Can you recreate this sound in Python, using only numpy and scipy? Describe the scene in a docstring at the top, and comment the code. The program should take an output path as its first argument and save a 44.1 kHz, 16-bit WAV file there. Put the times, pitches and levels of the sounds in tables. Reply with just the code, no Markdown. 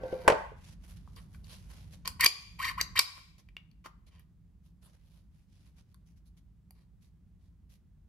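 """A pistol is taken apart by hand over a desk, close to a phone, above the low rumble of a small room.
First the magazine drags over the desk, tips over and rattles to rest. Hands close round the gun with
a soft hiss. From about two to three seconds the slide rasps along its rails and twice clacks against
its stop, making the steel ring. Then the takedown lever clicks, and fingers rub over the frame
and turn it over, with a few last faint ticks."""
import sys
import numpy as np
from scipy import signal
from scipy.fft import rfft, irfft, next_fast_len
from scipy.io import wavfile
from scipy.ndimage import uniform_filter1d, minimum_filter1d

SR = 44100
rng = np.random.default_rng(int(sys.argv[2]) if len(sys.argv) > 2 else 0)


def store_wav(level_fs):
    """Save 16-bit WAV to argv[1]."""
    pcm = np.round(np.clip(np.atleast_2d(level_fs), -1, 1) * 32767)
    wavfile.write(sys.argv[1], SR, pcm.T.astype(np.int16))


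N = 356328
TIME = np.arange(N) / SR
RING_TIME = np.arange(SR // 5) / SR  # the seconds of one short ring
SIDES = np.array([[.5], [-.5]])  # splits a difference between left and right


def undb(db):
    """Turn decibels into a factor to multiply by."""
    return 10 ** (np.asarray(db) / 20)


def unit(x):
    """Scale a sound to an energy of one per channel, on average."""
    return x / np.sqrt(np.mean(np.sum(x ** 2, axis=-1)))


def fade(t, ring_s):
    """Die away by 60 dB over the ring time."""
    return np.exp(-np.log(1000) * t / ring_s)


def colour(x, points):
    """Shape the tone along a curve of (pitch [Hz], level [dB]) points."""
    size = 2 * next_fast_len(x.shape[-1] // 2 + 1)
    hz, db = np.transpose(points)
    grid = np.arange(size // 2 + 1) * SR / size
    curve_db = np.interp(np.log(grid + 1), np.log(hz), db)
    cepstrum = irfft(np.log(undb(curve_db)))
    # folding this onto its first half keeps the filter from ringing ahead of a hit
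    cepstrum[1:size // 2] *= 2
    cepstrum[size // 2 + 1:] = 0
    return irfft(rfft(x, size) * np.exp(rfft(cepstrum)))[..., :x.shape[-1]]


def through(x, response):
    """Let a sound set an object ringing; response is its stereo answer to one tap."""
    return signal.fftconvolve(np.atleast_2d(x), response, axes=-1)[:, :x.shape[-1]]


def stereo_noise(size, side_db):
    """Even hiss; side_db says how much left and right differ."""
    mid, side = rng.standard_normal((2, size))
    side = side * undb(side_db)
    return np.array([mid + side, mid - side]) / np.hypot(1, undb(side_db))


def drift(rate):
    """Wander around zero, reaching a new random value rate times a second."""
    steps = rng.standard_normal(size=N // 16)
    return np.interp(TIME * rate, np.arange(len(steps)), steps)


def add(out, s, sound):
    """Mix a sound in at s seconds."""
    start = max(int(s * SR), 0)
    out[:, start:start + sound.shape[1]] += sound[:, :N - start]


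def contact(chatter_ms, chatter_db):
    """One sharp hit followed by a dying chatter of tiny ones."""
    decay = np.exp(-RING_TIME * 1000 / max(chatter_ms, .1))
    force = undb(chatter_db) * unit(rng.standard_normal(len(RING_TIME)) * decay)
    force[0] += 1
    return force


def rumble():
    """Low room noise that drops after about three seconds, with a faint steady hiss."""
    # tone of the rumble: (pitch [Hz], level [dB])
    tone = [(15, -35.5), (28, -15), (52, 4.5), (100, -2), (131, -8), (170, -2), (195, -8.5), (243, -18),
            (515, -36.5), (1000, -40.5), (4260, -52), (12000, -60), (15000, -67.5)]
    # loudness of the rumble: (time [s], level [dB])
    loudness = [(0, -51.5), (1.5, -50.5), (2.9, -49), (3.3, -58), (4.3, -58), (8.08, -58.5)]
    low = colour(stereo_noise(N, side_db=-11), tone)
    level_db = np.interp(TIME, *np.transpose(loudness)) + 0.43 * drift(36)
    hiss = undb(-89) * stereo_noise(N, side_db=1.5)
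    return low / low.std() * undb(level_db - 1.4 * SIDES) + hiss


def room(x):
    """Nearby surfaces add quick echoes, and the room adds a longer fading tail."""
    # the room's tail, band by band: (pitch [Hz], level [dB], ring time [s])
    tail_bands = [(150, -5.5, 0.41), (513, 3, 0.35), (1090, 6.5, 0.45), (2470, -2, 0.53), (3508, -2, 0.55),
                  (4600, 2, 0.41), (5972, -3.5, .5), (12500, -10.5, .5), (15000, -18, .25)]
    t = np.arange(SR) / SR
    hz, levels_db, rings_s = np.transpose(tail_bands)
    grid = np.log(np.arange(SR // 2 + 1) + 1)
    noise = rfft(stereo_noise(SR, side_db=0.5))
    bands = [irfft(noise * np.interp(grid, np.log(hz), weight)) for weight in np.eye(len(hz))]
    tail = sum(band * undb(db) * fade(t, ring_s) for band, db, ring_s in zip(bands, levels_db, rings_s))
    early = stereo_noise(SR, side_db=-1.5) * fade(t, 0.14)
    arrival = np.clip(t / 0.0056 - 1, 0, 1)  # no echo in the first 5.6 ms
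    return x + through(x, undb(-19) * unit(tail * arrival) + undb(-12.5) * unit(early * arrival))


def palms(hiss):
    """Palms shift round the gun; the changing hollows under them make bands of hiss swell and fade."""
    # hands close on the gun and later turn it, one curve per move: (time [s], relative level [dB])
    moves = [
        [(0.56, -85), (0.602, -74), (0.692, -69.5), (0.704, -75.5), (0.736, -71), (0.76, -96.5), (0.788, -93),
         (0.85, -66.5), (0.872, -77), (0.888, -69.5), (0.904, -63.5), (0.92, -71.5), (0.956, -79),
         (0.972, -64.5), (0.986, -78), (1.02, -84)],
        [(1.02, -85.5), (1.104, -85.5), (1.158, -78), (1.164, -67.5), (1.3, -88), (1.342, -73), (1.428, -91),
         (1.44, -76), (1.536, -60.5), (1.604, -77.5), (1.682, -75.5), (1.71, -66), (1.906, -81), (1.94, -67.5),
         (2.002, -91.5), (2.04, -90)],
        [(4.81, -99), (4.83, -70), (4.928, -82), (4.94, -74), (4.98, -85), (5.174, -81.5), (5.296, -104),
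         (5.34, -84.5), (5.432, -88), (5.462, -104), (5.524, -86), (5.688, -79), (5.736, -99.5), (5.788, -75),
         (5.836, -95), (5.93, -86)],
    ]
    boost_db, hollow_db, dulling_db_per_band = 7, 3, 0.8
    level = sum(undb(np.interp(TIME, *np.transpose(move), left=-np.inf, right=-np.inf) + boost_db)
                for move in moves)
    edges_hz = np.geomspace(300, 16000, 8)
    out = np.zeros((2, N))
    for k, band_hz in enumerate(zip(edges_hz, edges_hz[1:])):
        band = signal.sosfilt(signal.butter(2, band_hz, "bandpass", fs=SR, output="sos"), hiss)
        out += (-1) ** k * band * undb(hollow_db * drift(10) - dulling_db_per_band * k)
    return level * out


def hands(pistol):
    """Palms and fingers hiss over the gun; a firm press also makes the steel sound."""
    # tone of the rubbing hiss as the phone picks it up: (pitch [Hz], level [dB])
    hiss_tone = [(100, -18.5), (500, -1), (1200, -3), (2200, -1.5), (3700, 0), (6000, -0.5), (8300, -9.5),
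                 (10500, -0.5), (12800, -7), (14500, -17.5)]
    # a finger slides over the gun: (time [s], length [s], level [dB], press on the steel [dB])
    rubs = [(0, 0.56, -65, 2.5), (1.163, 0.045, -63.5, 4.5), (1.476, 0.12, -70, 0.5),
            (2.049, 0.054, -55.5, 4.5), (3.169, 0.034, -54.5, -0.5), (3.379, 0.039, -64, -7),
            (3.841, 0.045, -59, 5.5), (4.063, 0.04, -68.5, -7), (4.108, 0.15, -77, 4),
            (4.63, 0.1, -78.5, -13), (4.829, 0.054, -68.5, -12), (6.056, 0.091, -79, -15),
            (6.158, .045, -79, -12), (6.254, .05, -75, -21), (6.367, 0.039, -72.5, -12),
            (6.74, .13, -78.5, -4), (7.007, .1, -75.5, -13.5), (7.393, 0.14, -84, -9),
            (7.691, 0.091, -70, -10.5)]
    hiss = colour(stereo_noise(N, side_db=-1.0), hiss_tone)
    hiss = hiss / hiss.std() * undb(-1.2 * SIDES)
    push_tone = [(500, -1), (1100, 1.5), (1800, -1), (3600, 3.5), (4700, -6), (11000, -3.5)]
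    steel = through(colour(rng.standard_normal(N), push_tone), pistol)
    out = palms(hiss + undb(-14.5) * steel)
    hz = np.geomspace(600, 15000, 16)
    hollows_db = 2 * rng.standard_normal((len(rubs), len(hz)))  # each hand shape has its own tone
    for (s, length, db, press_db), hollow_db in zip(rubs, hollows_db):
        touching = (TIME > s) & (TIME < s + length)
        progress = (TIME[touching] - s) / length
        swell = np.abs(np.sin(np.pi * progress ** 0.61))
        rub = swell * (hiss[:, touching] + undb(press_db) * steel[:, touching])
        dulling_db = 0.2371 * (press_db + 10) * np.log(hz / 4000)  # a harder press sounds duller
        add(out, s, undb(db) * colour(rub, np.transpose([hz, hollow_db - dulling_db])))
    ridges = undb(2.8 * drift(400) + 1.2 * drift(40))
    return out * ridges


def magazine():
    """The magazine drags and bumps over the desk, then tips over flat and rattles to rest."""
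    # notes the desk top rings at: (pitch [Hz], level [dB], ring time [s])
    desk_notes = [(434, -3.5, .15), (515, 4.5, 0.09), (624, -3.5, 0.18), (695, -6, 0.12),
                  (780, -5.5, 0.085), (890, -3, 0.22), (934, -12, 0.079), (1123.4, -12.5, 0.086),
                  (1394, -7, .08), (1540, -3.5, 0.069), (2010, -10, .05), (2762, -14.5, 0.033)]
    # tone of a sharp crack on the desk: (pitch [Hz], level [dB])
    crack_tone = [(20, -44.5), (60, -21.5), (150, -17), (290, -17), (420, 3), (850, 5), (1150, -4),
                  (1700, -5), (2900, -10.5), (4000, -20), (6000, -22.5), (10000, -29), (15000, -37.5)]
    # loudness of the dragging: (time [s], level [dB])
    dragging = [(0, -46), (.07, -45.5), (.17, -44.5), (.24, -51), (.275, -38), (.29, -68.5)]
    # the magazine hits the desk: (time [s], level [dB], hardness in the treble [dB], rattle [ms])
    knocks = [(0.0341, -36.5, -18.5, 2), (0.1267, -32, -24.5, 1.5), (.2785, -12.5, 4, 2.7),
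              (0.2819, -15, -1.5, 3), (.3, -19.5, -4, 22), (.322, -23, -12.5, 18), (0.516, -52, -35, 16)]
    t = RING_TIME
    desk = np.zeros((2, len(t)))
    for k, (hz, db, ring_s) in enumerate(desk_notes):
        shift = (-1) ** k * SIDES * hz / 900  # higher notes differ more between left and right
        desk += undb(db) * unit(np.sin(2 * np.pi * hz * t + shift) * fade(t, ring_s))
    desk = unit(desk)
    drag_db = np.interp(TIME, *np.transpose(dragging), right=-np.inf) + 3 * drift(120.2)
    drag_tone = [(300, -0.5), (700, 0), (1500, -3.5), (5000, -4.5)]
    out = through(colour(undb(drag_db) * rng.standard_normal(N), drag_tone), desk)
    for s, db, hard_db, rattle_ms in knocks:
        crack = colour(stereo_noise(len(t), side_db=-6.0) * fade(t, 0.043), crack_tone)
        ring = through(contact(rattle_ms, chatter_db=-10), desk)
        tone = [(550, 0.0025), (1100, 1.8 * hard_db), (2200, hard_db), (5000, 0.87 * hard_db),
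                (12000, 1.9 * hard_db), (15000, 1.3 * hard_db - 17)]
        hit = colour(unit(ring) + undb(6.5) * unit(crack), tone)
        add(out, s, undb(db) * unit(hit) * np.sqrt(SR / 50))  # level taken over 20 ms
    return out


def pistol_ring():
    """Tapped steel gives a few short notes over a crack made of countless weak ones."""
    # notes of slide and frame, muffled by the hands:
    # (pitch [Hz], level [dB], ring time [s], left minus right [dB], left's head start [rad])
    steel_notes = [(261.1, -22.5, 0.014, 1, 0.3), (442, -18.5, 0.051, -2, 3.5), (1017, -7, .025, 6, 5),
                   (1145, -4, 0.023, 0.5, -1.44), (1570, -14.5, 0.03, 0, 0.67), (2000, -11, .008, -2, 1.2),
                   (2380, -6, .012, -3, 1.4), (2870, -9.5, 0.0034, 1, 1), (4130, -10, .005, 6, 3.5),
                   (4400, -5, .016, 5, -1.3), (4640, 0, .018, 5, 1.2), (4820, -9, .012, 4, .8),
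                   (6600, -9.5, 0.0055, -1, -3.38), (7250, -12, 0.009, -3, 3.5),
                   (9950, -7.5, .004, -5.5, 1.95), (11570, -6, 0.0031, 1.5, 0.25),
                   (13000, -12.5, 0.0054, 1.5, 4)]
    # tone of the steel's crack: (pitch [Hz], level [dB])
    crack_tone = [(60, -11), (250, -7), (600, -8.5), (1100, 4), (4500, 4.5), (8000, -5), (13000, -14),
                  (16000, -12.5)]
    t = RING_TIME
    notes = np.zeros((2, len(t)))
    for hz, db, ring_s, pan_db, lead in steel_notes:
        note = np.sin(2 * np.pi * hz * t + lead * SIDES) * fade(t, ring_s)
        notes += undb(db + pan_db * SIDES) * unit(note)
    crack = colour(stereo_noise(len(t), side_db=-3.5) * fade(t, .024), crack_tone)
    return unit(unit(notes) + undb(-3.0) * unit(crack))


def snaps(pistol):
    """The takedown lever and other small parts flip against their springs, buzz and jolt the frame."""
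    # a part flips: (time [s], level [dB], pitch [Hz], ring time [s], share of the frame [dB])
    flips = [(1.076, -56, 1042, 0.017, -28), (3.488, -59, 2390, 0.025, -7), (3.5673, -40, 2785, 0.014, -15),
             (3.8598, -42, 1128, 0.02, -15.5), (6.707, -66, 780, .02, -18)]
    out, t = np.zeros((2, N)), RING_TIME
    for s, db, hz, ring_s, frame_db in flips:
        note = unit(np.sin(2 * np.pi * hz * t) * fade(t, ring_s)) * undb(3 * SIDES)
        buzz_tone = [(hz / 2, -30), (hz * .8, 0), (hz * 1.2, 0), (hz * 2, -30)]
        buzz = colour(stereo_noise(len(t), side_db=-6) * fade(t, 2 * ring_s), buzz_tone)
        snap = note + .7 * unit(buzz) + undb(frame_db) * pistol
        add(out, s, undb(db) * unit(snap) * np.sqrt(SR / 200))  # level taken over 5 ms
    return out


def slide(pistol):
    """The slide sticks and slips on its rails: a gritty zip whose pitch rises and falls with speed."""
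    # the hand pushes the slide:
    # (time [s], speeding up [s], slowing down [s], top slip rate [Hz], level [dB], grit [dB])
    strokes = [(2.193, .021, 0.063, 2450, -31.5, -2), (2.229, .015, 0.044, 4800, -29.5, 4),
               (2.586, .062, .014, 2203, -39, 0), (2.64, 0.047, 0.037, 2247, -39, 1),
               (2.771, .04, 0.01, 2350, -36, -11), (2.952, .028, 0.028, 4850, -30.5, -3)]
    slowest_hz, bite_s, db_per_octave = 840.4, 0.011, 3
    force = np.zeros(N)
    unevenness = 1 + .13 * drift(1800)
    grit_tone = [(300, -19), (1000, 1.5), (1600, 2.5), (2400, 5), (4600, -4), (8000, 0.5),
                 (13000, -0.5), (15000, -13.0)]
    grit = colour(rng.standard_normal(N), grit_tone) * undb(3.5 * drift(700))
    for s, rise_s, fall_s, top_hz, db, grit_db in strokes:
        moving = (TIME > s) & (TIME < s + rise_s + fall_s)
        t = TIME[moving] - s
        speed = np.minimum(t / rise_s, 1 - (t - rise_s) / fall_s)
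        hz = slowest_hz * (top_hz / slowest_hz) ** speed
        # the rails bite as the slide breaks loose, and quieten as the push dies away
        bite = np.minimum(t / bite_s, 1) * np.clip((rise_s + fall_s - t) / fall_s, 0, 1) ** 0.55
        phase = 2 * np.pi * np.cumsum(hz * unevenness[moving]) / SR
        slips = np.sin(phase) + .25 * np.sin(2 * phase)
        rasp = undb(grit_db) * grit[moving] * (1 + .35 * np.cos(phase))
        gain = bite * undb(db + db_per_octave * np.log2(hz / top_hz))
        force[moving] += gain * (slips + rasp)
    return through(force, pistol)


def clicks_and_clacks():
    """Small parts and the slide strike the same steel; where they hit decides which notes ring most."""
    # small parts hit the frame; body is the tone near 1 kHz, top the tone near 11 kHz:
    # (time [s], level [dB], body [dB], top [dB], chatter [ms])
    clicks = [(1.162, -55.5, -16, 5, 6), (1.347, -56, 13, 3, 1.7), (1.444, -57.5, -14, -9, 2.1),
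              (2.057, -38.5, 3.5, 0, .3), (2.0762, -28, -3, 3, 1.2), (2.2084, -23, -22.5, 6, 1.4),
              (2.2454, -14, -10, 11, .7), (2.646, -36.5, -10.5, -16.5, 1.2), (2.8122, -22.5, -8, -3, .66),
              (3.714, -68, -10, -2, 0.59), (4.195, -61, 8, 22, 2), (5.944, -61, 5, 11, 1),
              (6.7078, -55.5, 0, 23, .8)]
    # the slide slams into its stop: (time [s], level [dB], top [dB])
    clacks = [(2.2617, -3, 1), (2.9928, -7, 2)]
    # each clack's first touch, full blow and rebound:
    # (delay [ms], added level [dB], body [dB], chatter [ms])
    bounces = [(-2.5, -15.5, 1, 0.96), (0, 2.5, -11.5, 0.86), (2.5, -2.5, -3.5, 0.92)]
    out = np.zeros((2, N))
    blows = [(s + delay_ms / 1000, db + added_db, body_db, top_db, chatter_ms)
             for s, db, top_db in clacks for delay_ms, added_db, body_db, chatter_ms in bounces]
    for s, db, body_db, top_db, chatter_ms in clicks + blows:
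        jolt_db = max(0.24 * (db + 12), -5)  # hard blows jolt the whole frame and gain bass
        tone = [(400, body_db + jolt_db), (1100, body_db), (1600, 1.6 * body_db - 2.5),
                (2400, .4 * body_db + 4.5), (3300, .3 * body_db - 1), (4500, 0.5), (5600, 1.0),
                (7500, 0.15 * top_db + 2.5), (11000, top_db), (13500, top_db - 3), (16000, top_db - 8.5)]
        ring = through(contact(chatter_ms, chatter_db=3.0), pistol_ring())  # a new crack for each blow
        add(out, s, undb(db) * unit(colour(ring, tone)) * np.sqrt(SR / 200))  # level taken over 5 ms
    return out


def scene():
    """Pistol, hands and desk share one rumbling room."""
    pistol = pistol_ring()
    handling = clicks_and_clacks() + snaps(pistol) + slide(pistol) + magazine() + hands(pistol)
    return room(handling) + rumble()


def record(dry):
    """The phone turns itself down at each hard clack, recovers slowly and cuts the highest treble."""
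    limit_db, recovery_db_per_s, top_hz = -3, 36, 15700
    peak_db = 20 * np.log10(np.abs(dry).max(axis=0) + 1e-9)
    recovery_db = recovery_db_per_s * TIME
    held_db = np.maximum.accumulate(peak_db + recovery_db) - recovery_db
    gain_db = np.minimum(limit_db - held_db, 0)
    smooth_db = uniform_filter1d(minimum_filter1d(gain_db, size=45), size=45)  # over about 1 ms
    treble_cut = signal.ellip(8, .2, 70, top_hz, fs=SR, output="sos")
    return signal.sosfilt(treble_cut, dry * undb(smooth_db))


dry = scene()
out = record(dry)
store_wav(out)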